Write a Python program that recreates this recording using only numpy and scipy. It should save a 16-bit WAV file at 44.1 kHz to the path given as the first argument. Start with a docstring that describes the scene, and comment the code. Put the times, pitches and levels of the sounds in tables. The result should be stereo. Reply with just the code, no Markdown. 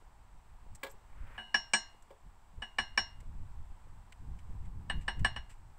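"""Brake pad clinking into its bracket

Modal rings and bursts of chatter make a steel pad clink on the brake disc in three short runs.
Shaped noise makes glove scuffs, dull ringing knocks and one scrape of the pad along its seat.
Lumpy low noise is a draught, nearly all on the right, over a faint noise hush; decaying or
bell-shaped tones make a very faint tick and one tiny squeak."""
import sys
import numpy as np
from scipy.fft import rfft, irfft, next_fast_len
from scipy.io import wavfile
from scipy.ndimage import map_coordinates

SR = 44100
rng = np.random.default_rng(int(sys.argv[2]) if len(sys.argv) > 2 else 0)


def output_pcm(signal):
    """Save a mono or channel-first signal as 16-bit PCM at the path in sys.argv[1].

    Samples are clipped to [-1, 1] before scaling.
    """
    pcm = np.clip(np.atleast_2d(signal).T, -1, 1) * 32767
    wavfile.write(sys.argv[1], SR, np.round(pcm).astype(np.int16))


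N = 254935


def amp(db):
    """Decibels to gain."""
    return 10 ** (np.asarray(db) / 20)


def along(points, hz):
    """Each column of a (f/Hz, ..) table, read on a log frequency axis."""
    f, *columns = np.transpose(points)
    return np.array([np.interp(np.log(hz + 1), np.log(f + 1), c) for c in columns])


def curve(rows):
    """A (t/s, value) table as one value per sample."""
    return np.interp(np.arange(N) / SR, *np.transpose(rows))


def unit(x):
    """Scaled to rms 1."""
    return x / np.sqrt(np.mean(x ** 2) + 1e-20)


def wobble(rate):
    """A smooth random curve, rate knots a second."""
    knots = rng.standard_normal(int(N * rate / SR) + 4)
    return map_coordinates(knots, [np.arange(N) * rate / SR])


def filtered(x, response):
    """x times a response of frequency."""
    n = x.shape[-1]
    padded = next_fast_len(n + 8192)
    spectrum = rfft(x, padded) * response(np.fft.rfftfreq(padded, 1 / SR))
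    return irfft(spectrum, padded)[..., :n]


def noise(spectrum, size, alike=0):
    """Noise with a density in dB per Hz for each channel; alike is the power share the channels share."""
    share = np.clip(alike, 0, 1)
    own = rng.standard_normal((len(spectrum[0]) - 1, size))
    common = rng.standard_normal(size)
    white = np.sqrt(1 - share) * own + np.sqrt(share) * common
    return filtered(white * np.sqrt(SR / 2), lambda hz: amp(along(spectrum, hz)))


def tinted(x, points):
    """x coloured by (f/Hz, level/dB) points."""
    return filtered(x, lambda hz: amp(along(points, hz)))


def fade(t, t60):
    """Free decay, 60 dB down after t60; full level before t = 0."""
    return np.exp(-np.log(1000) * np.maximum(t, 0) / t60)


def add(track, s, sound):
    """Mix a sound into the track from time s on."""
    part = track[:, round(s * SR):][:, :sound.shape[1]]
    part += sound[:, :part.shape[1]]


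def ring(t, modes, colour, length, scatter_db, build_cycles):
    """Decaying modes at new strengths; each needs a few cycles to build, so the low ones bloom late."""
    hz, db, t60, left_db = np.transpose(modes)
    level = amp(db + along(colour, hz)[0] + scatter_db * rng.standard_normal(len(hz)))
    cycles = hz[:, None] * t
    build = 1 - np.exp(-(cycles / build_cycles) ** 2)
    swing = level[:, None] * fade(t, length * t60[:, None]) * build
    start_phase = rng.random((len(hz), 1))
    waves = swing * np.exp(2j * np.pi * (cycles + start_phase))
    # the left hears each mode 0.1 ms later, most of them weaker
    left = amp(left_db) * np.exp(-2j * np.pi * hz * .0001)
    return np.array([left @ waves, waves.sum(0)]).imag


# spectrum of the background hush: f/Hz, left level/dB per Hz, right level/dB per Hz
HUSH_SPECTRUM = [(24.4, -81.5, -67.5), (129, -91.5, -98.5), (287, -100, -99), (527, -105, -101),
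                 (846, -92, -91.5), (1000, -92, -93), (1310, -105, -97.5), (1930, -112, -102),
                 (4004, -118, -112), (6790, -121, -115), (7850, -122, -105), (9900, -124, -122),
                 (15280, -125, -123)]


def hush():
    """Distant background noise, slightly restless in level."""
    restless_db = 0.28 * wobble(1.6) + 0.51 * wobble(5.7)
    return noise(HUSH_SPECTRUM, N, alike=.1) * amp(restless_db)


def ticks(first=.025, period=.641):
    """A very faint, regular 430 Hz tick, stronger on the left, that swells and dies within milliseconds."""
    from_tick = (np.arange(N) / SR - first + period / 2) % period - period / 2
    pulse = np.exp(-np.abs(from_tick) / 0.00092) * np.cos(2 * np.pi * 430 * from_tick)
    return amp([[-47], [-75]]) * pulse


# mean relative strength of the draught: t/s, level/dB
DRAUGHT_MEAN = [(0, -59.5), (.6, -60), (1, -61), (1.3, -56), (1.9, -68), (2.4, -63.5), (3, -50.5),
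                (3.5, -51), (4.1, -54), (4.6, -44.5), (5.35, -43.5), (5.78, -63)]
# the strongest puffs: t/s, level/dB above the mean
DRAUGHT_PUFFS = [(.52, 11), (.73, 13), (1.23, 7), (2.27, 14), (2.57, 9.5), (3.42, 8), (3.6, 11), (4.2, 5.5),
                 (4.71, 2.5), (4.97, 10), (5.221, 14.5)]
# relative spectrum of the low rumble: f/Hz, level/dB
RUMBLE_SPECTRUM = [(8, 0), (22, -1.5), (65, -8.5), (100, -15), (170, -46.5), (300, -43.5), (700, -85.5)]
# relative spectrum of the higher flutter: f/Hz, level/dB
FLUTTER_SPECTRUM = [(40, -26.5), (100, 6), (180, -2.5), (300, -15), (600, -32), (1500, -56)]
PUFF_S, EDDY_DB, EDDY_RATE = 0.043, 3, 10  # half length of a puff; depth and knots a second of the eddies


def draught():
    """Moving air rumbles in lumps, mostly on the right; stronger gusts bring more of the higher flutter."""
    t = np.arange(N) / SR
    puffs_db = sum(db * np.exp(-((t - s) / PUFF_S) ** 2) for s, db in DRAUGHT_PUFFS)
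    gust_db = curve(DRAUGHT_MEAN) + puffs_db + EDDY_DB * wobble(EDDY_RATE)
    lumps = wobble(24)
    rumble = amp(gust_db + 7.5) * unit(noise(RUMBLE_SPECTRUM, N) * amp(1.0 * lumps))
    flutter_lumps = amp(2.1 * lumps + 2.5 * wobble(50))
    # flutter gains 1.22 dB for each dB of gust
    flutter_gain = amp(-56.5 + 1.22 * (gust_db + 50.0))
    flutter = flutter_gain * unit(noise(FLUTTER_SPECTRUM, N) * flutter_lumps)
    return (rumble + flutter) * amp([[-32], [0]])


def squeak(s=.918, length=0.0054, hz=13150, db=-54):
    """A steel clip gives one tiny, very high squeak, a bell-shaped tone of unsteady pitch."""
    t = np.arange(N) / SR
    phase = 2 * np.pi * np.cumsum(hz * (1 + .003 * wobble(300))) / SR
    return amp([[db - 26], [db]]) * np.exp(-((t - s) / length) ** 2) * np.sin(phase)


# how firmly the hand holds the pad, also read by the clinks: t/s, grip/0-1
HAND_GRIP = [(1.6, 0), (2.8, 0.23), (3.2, 0.6), (4.1, 1), (5.3, 0.83)]
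# glove rubs: start t/s, level/dB, time to the peak/s
GLOVE_SCUFFS = [(.748, 5.5, 0.0048), (0.893, -1.5, 0.0099), (2.022, -4, 0.0026), (3.203, -3, 0.0027),
                (4.122, -1, 0.0028), (4.386, -10.5, 0.0053), (4.647, -15.5, 0.0086), (5.008, -8, .008),
                (5.193, -1.5, 0.0037), (5.493, -5, 0.012)]
# spectrum of glove on metal: f/Hz, left level/dB per Hz, right level/dB per Hz
GLOVE_SPECTRUM = [(500, -125, -115), (1280, -118, -104), (1900, -114, -90), (3800, -118, -100),
                  (7100, -120, -93.5), (7670, -118, -83), (10100, -122, -104), (15500, -122, -108)]
SCUFF_BODY_DB, GRIP_BODY_DB = -6, 19  # body up to 3 kHz of a light rub, and its gain at full grip


def scuffs():
    """Short, grainy rubs of a glove on metal that catch and let go; a firmer grip gives them more body."""
    out, t, grips = np.zeros((2, N)), np.arange(SR // 5) / SR, curve(HAND_GRIP)
    for s, db, rise in GLOVE_SCUFFS:
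        body_db = SCUFF_BODY_DB + GRIP_BODY_DB * grips[round(s * SR)]
        smooth_rub = tinted(noise(GLOVE_SPECTRUM, len(t)), [(3000, body_db), (6000, 0)])
        rub = smooth_rub * amp(1.5 * wobble(380)[:len(t)])
        catch = t / rise * np.exp(1 - t / rise)
        add(out, s, amp(db) * rub * catch)
    return out


# spectrum of the pad rubbing on its seat: f/Hz, left level/dB per Hz, right level/dB per Hz
SCRAPE_SPECTRUM = [(307, -110, -110), (546, -93.5, -90.5), (750, -102, -100), (1260, -100, -88),
                   (1680, -104, -89.5), (2020, -112, -91), (2330, -110, -92), (3330, -120, -107),
                   (5030, -130, -122)]
SLIDE_FROM_S, SLIDE_TO_S, SLIDE_DB = 1.1, 1.41, 7  # start, stop, gain at the stop
SLIDE_GROWS_DB_PER_S, SLIDE_EDGE_T60_S = 51, .1  # swell on the way; time to catch and to die away


def slide():
    """Uneven friction sounds the pad's resonances, pushed ever harder along its seat until it stops."""
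    t = np.arange(N) / SR
    push_db = SLIDE_DB - SLIDE_GROWS_DB_PER_S * np.maximum(SLIDE_TO_S - t, 0)
    moving = fade(SLIDE_FROM_S - t, SLIDE_EDGE_T60_S) * fade(t - SLIDE_TO_S, SLIDE_EDGE_T60_S)
    return noise(SCRAPE_SPECTRUM, N) * moving * amp(push_db + 1.6 * wobble(130))


# knocks of the pad held tight: t/s, level/dB, crispness level/dB from 1.6 kHz up
PAD_KNOCKS = [(0.8313, 0.5, 2), (.847, -9, -12), (.864, -22.5, 12.5), (2.1043, -9.5, -14.5)]
# spectrum of a knock: f/Hz, left level/dB per Hz, right level/dB per Hz
KNOCK_SPECTRUM = [(151.5, -100, -87), (406, -70, -62.5), (610, -78, -66), (910, -62, -68), (1410, -88, -70),
                  (2180, -82, -73), (3530, -95, -69.5), (6320, -104, -86), (7800, -105, -75.5),
                  (10040, -110, -90.5), (15460, -110, -80)]
# modes of the clamped pad and bracket: f/Hz, level/dB, t60/s, left against right level/dB
CLAMPED_MODES = [(432, -53, 0.33, -6), (547, -37.5, 0.16, -13), (1122, -44, 0.098, 5),
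                 (1653, -38.5, 0.12, -12), (2025, -29, 0.027, -21), (2315, -32.5, 0.056, -21)]


def knocks():
    """Pressed by the hand, the pad clacks with hardly any ring, and grit crunches under it."""
    out, t = np.zeros((2, N)), np.arange(SR // 3) / SR
    for s, db, crisp_db in PAD_KNOCKS:
        colour = [(600, 0), (1600, crisp_db)]
        crunch = amp(2.2 * wobble(600)[:len(t)])
        burst = tinted(noise(KNOCK_SPECTRUM, len(t), alike=0.39), colour) * crunch
        low = tinted(burst, [(1500, -1.5), (5000, -22.5)])
        body = low * (fade(t, t60=0.16) + amp(-18) * fade(t, t60=0.63))
        crack = (burst - low) * fade(t - .004, t60=0.088)
        tone = ring(t, CLAMPED_MODES, colour, 1, scatter_db=0.0, build_cycles=1.9)
        contact = (body + crack) * (1 - np.exp(-t / 0.0017))
        add(out, s, amp(db) * (tone + amp(-4) * contact))
    return out


# pad meets disc: t/s, force level/dB, flatness of the landing/0-1,
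# disc ping level/dB near 5.5 kHz, disc edge mode level/dB near 8 kHz, relative ring length
PAD_CLINKS = [(1.3786, -16, 0.01, -17.5, -11, 2.5), (1.5431, -0.5, 0.02, 6.5, -8.5, 1.086),
              (1.7348, 2.5, 0.17, 8.5, 13, 0.99), (2.6205, -11.5, 0, -10, -5, 0.99),
              (2.7844, -.5, 0.62, -4, -3, 0.97), (2.9753, 1.5, 0.97, 5, -4.5, 0.87),
              (4.898, -4, 0, -18.5, -1, 0.62), (5.0798, -2, 0.93, -9, -6, 0.8),
              (5.2467, 2, 0.47, -7.5, 0, 0.78), (5.362, -9.5, .2, -8, -8, 0.71)]
# points where each blow's colour is set: f/Hz
BLOW_COLOUR_HZ = [900, 1900, 2900, 4200, 5500, 6900, 8200, 8900]
# modes of disc and bracket before each blow's colour and length:
# f/Hz, level/dB, t60/s, left against right level/dB
STEEL_MODES = [(170, -44, .14, -11), (220, -35.5, .13, -8), (371, -44.0, 0.16, -14), (654, -53.5, 0.37, -3),
               (731, -38.4, 0.15, -1), (782, -39.4, 0.13, 0), (931, -44.9, 0.24, 2), (1006, -47.5, 0.22, 2),
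               (1117, -47.6, 0.17, 3), (1592, -40.5, 0.33, -13), (2040, -52.0, 0.46, -25),
               (2090, -47.0, 0.3, -22), (2140, -55.3, 0.45, -19), (2828, -40.5, 0.46, -24),
               (2900, -44.2, 0.46, -19), (3381, -62.1, 0.38, -19), (3784, -44.2, 0.28, -27),
               (4188, -38.5, 0.3, -18), (5108, -53.5, 0.14, -24), (5363, -42.8, 0.19, -24),
               (5503, -31.4, 0.23, -27), (5744, -39.6, 0.23, -34), (6841, -46.1, 0.23, -40),
               (7080, -48.0, 0.17, -43), (8214, -32.8, 0.12, -55), (8888, -48.9, 0.12, -35),
               (9600, -53.2, 0.14, -36), (11000, -58, 0.15, -25), (12550, -68, .13, -22),
               (13900, -65, 0.15, -20), (15450, -68, 0.15, -34)]
# dense, quickly damped chatter of a clink: f/Hz, left level/dB per Hz, right level/dB per Hz
CHATTER_SPECTRUM = [(100, -100, -78.5), (220, -78, -70.5), (505.6, -84.5, -68.5), (810, -56, -57.5),
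                    (1100, -56.5, -58.5), (1370, -69.5, -66), (1715, -63, -48.5), (2375, -83.5, -65.5),
                    (3190, -83.5, -65), (5200, -96.5, -71.5), (7950, -104, -77), (9900, -110, -99.5),
                    (15430, -108, -93.5)]
# how a blow weights the resonances near 1.7, 2.3 and 2.9 kHz, in that order:
# level/dB, slope/dB per dB of force, level/dB at full grip, level/dB for a flat landing
PAD_TONE_WEIGHTS = (1.5, 0.5, -1, -9.5)
CLACK_WEIGHTS = (-2.5, 2, -17.5, 13.5)
RING_WEIGHTS = (2.5, -0.16, 0, -2.5)
PAD_HZ, GRIP_RAISES_HZ = 1677.4, 59.6  # the pad's pitch held loosely, and its rise at full grip
CHATTER_S, GRIP_CALMS = 0.0076, 0.36  # time of contact held loosely, and the share lost at full grip
GRIP_MUTES_DB = 3.5  # loss of the modes near 7 kHz at full grip


def clinks():
    """The pad chatters briefly on the disc and both ring; grip raises the pad's pitch, dulls its clack."""
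    out, t, grips = np.zeros((2, N)), np.arange(SR // 2) / SR, curve(HAND_GRIP)
    weights = np.array([PAD_TONE_WEIGHTS, CLACK_WEIGHTS, RING_WEIGHTS])
    # the dense resonances of the assembly answer every blow in much the same way
    assembly = noise(CHATTER_SPECTRUM, len(t), alike=0.55)
    for s, db, flat, ping_db, edge_db, length in PAD_CLINKS:
        grip = grips[round(s * SR)]
        pad_db, clack_db, ring_db = weights @ [1, db, grip, flat]
        pad_hz = PAD_HZ + GRIP_RAISES_HZ * grip
        chatter = CHATTER_S * (1 - GRIP_CALMS * grip)
        shimmer_db = (ping_db + edge_db) / 2 - GRIP_MUTES_DB * grip
        # a gentle touch wakes the upper modes less
        colour_db = [0, 0, ring_db, .45 * db, ping_db, shimmer_db, edge_db, 0.55 * db - 2.0]
        colour = list(zip(BLOW_COLOUR_HZ, colour_db))
        disc = ring(t, STEEL_MODES, colour, length, scatter_db=1.7, build_cycles=2.3)
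        # the friction lining damps the pad's own modes quickly:
        # f/Hz, level/dB, t60/s, left against right level/dB
        pad_modes = [(1580.5, -26, 0.0867, -14.5),
                     (pad_hz, -16.5 + pad_db, .09, -22),
                     (pad_hz * 1.05, -26, .055, -20),
                     (2325, -21.5 + clack_db, .04, -17),
                     (2660, -30 + .5 * clack_db, .045, -15),
                     (2922.5, -25.5, .15, -19.5)]
        pad = ring(t, pad_modes, colour, length, scatter_db=0.88, build_cycles=4.3)
        # each blow adds a little chatter of its own
        own_chatter = noise(CHATTER_SPECTRUM, len(t), alike=.5)
        grit = tinted(0.85 * assembly + 0.14 * own_chatter, colour)
        body = tinted(grit, [(4500, -2.0), (11000, -25.0)])
        # the treble dies soon after the contact; the wheel arch holds a short, weak tail of the rest
        crack = (grit - body) * fade(t - chatter, t60=0.012)
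        rattle = body * (fade(t - chatter, t60=0.071) + amp(-17.0) * fade(t, t60=0.44))
        contact = (crack + rattle) * (1 - np.exp(-t / .0002))
        add(out, s, amp(db) * (disc + amp(1.5) * pad + amp(-2.0) * contact))
    return out


def scene():
    """All the layers summed in stereo, background first."""
    background = hush() + ticks() + draught()
    handling = squeak() + scuffs() + slide() + knocks()
    return background + handling + clinks()


TOP_HZ = 15700  # upper band limit


def record(dry):
    """A steep low-pass keeps nothing above the band limit."""
    return filtered(dry, lambda hz: hz < TOP_HZ)


dry = scene()
out = record(dry)
output_pcm(out)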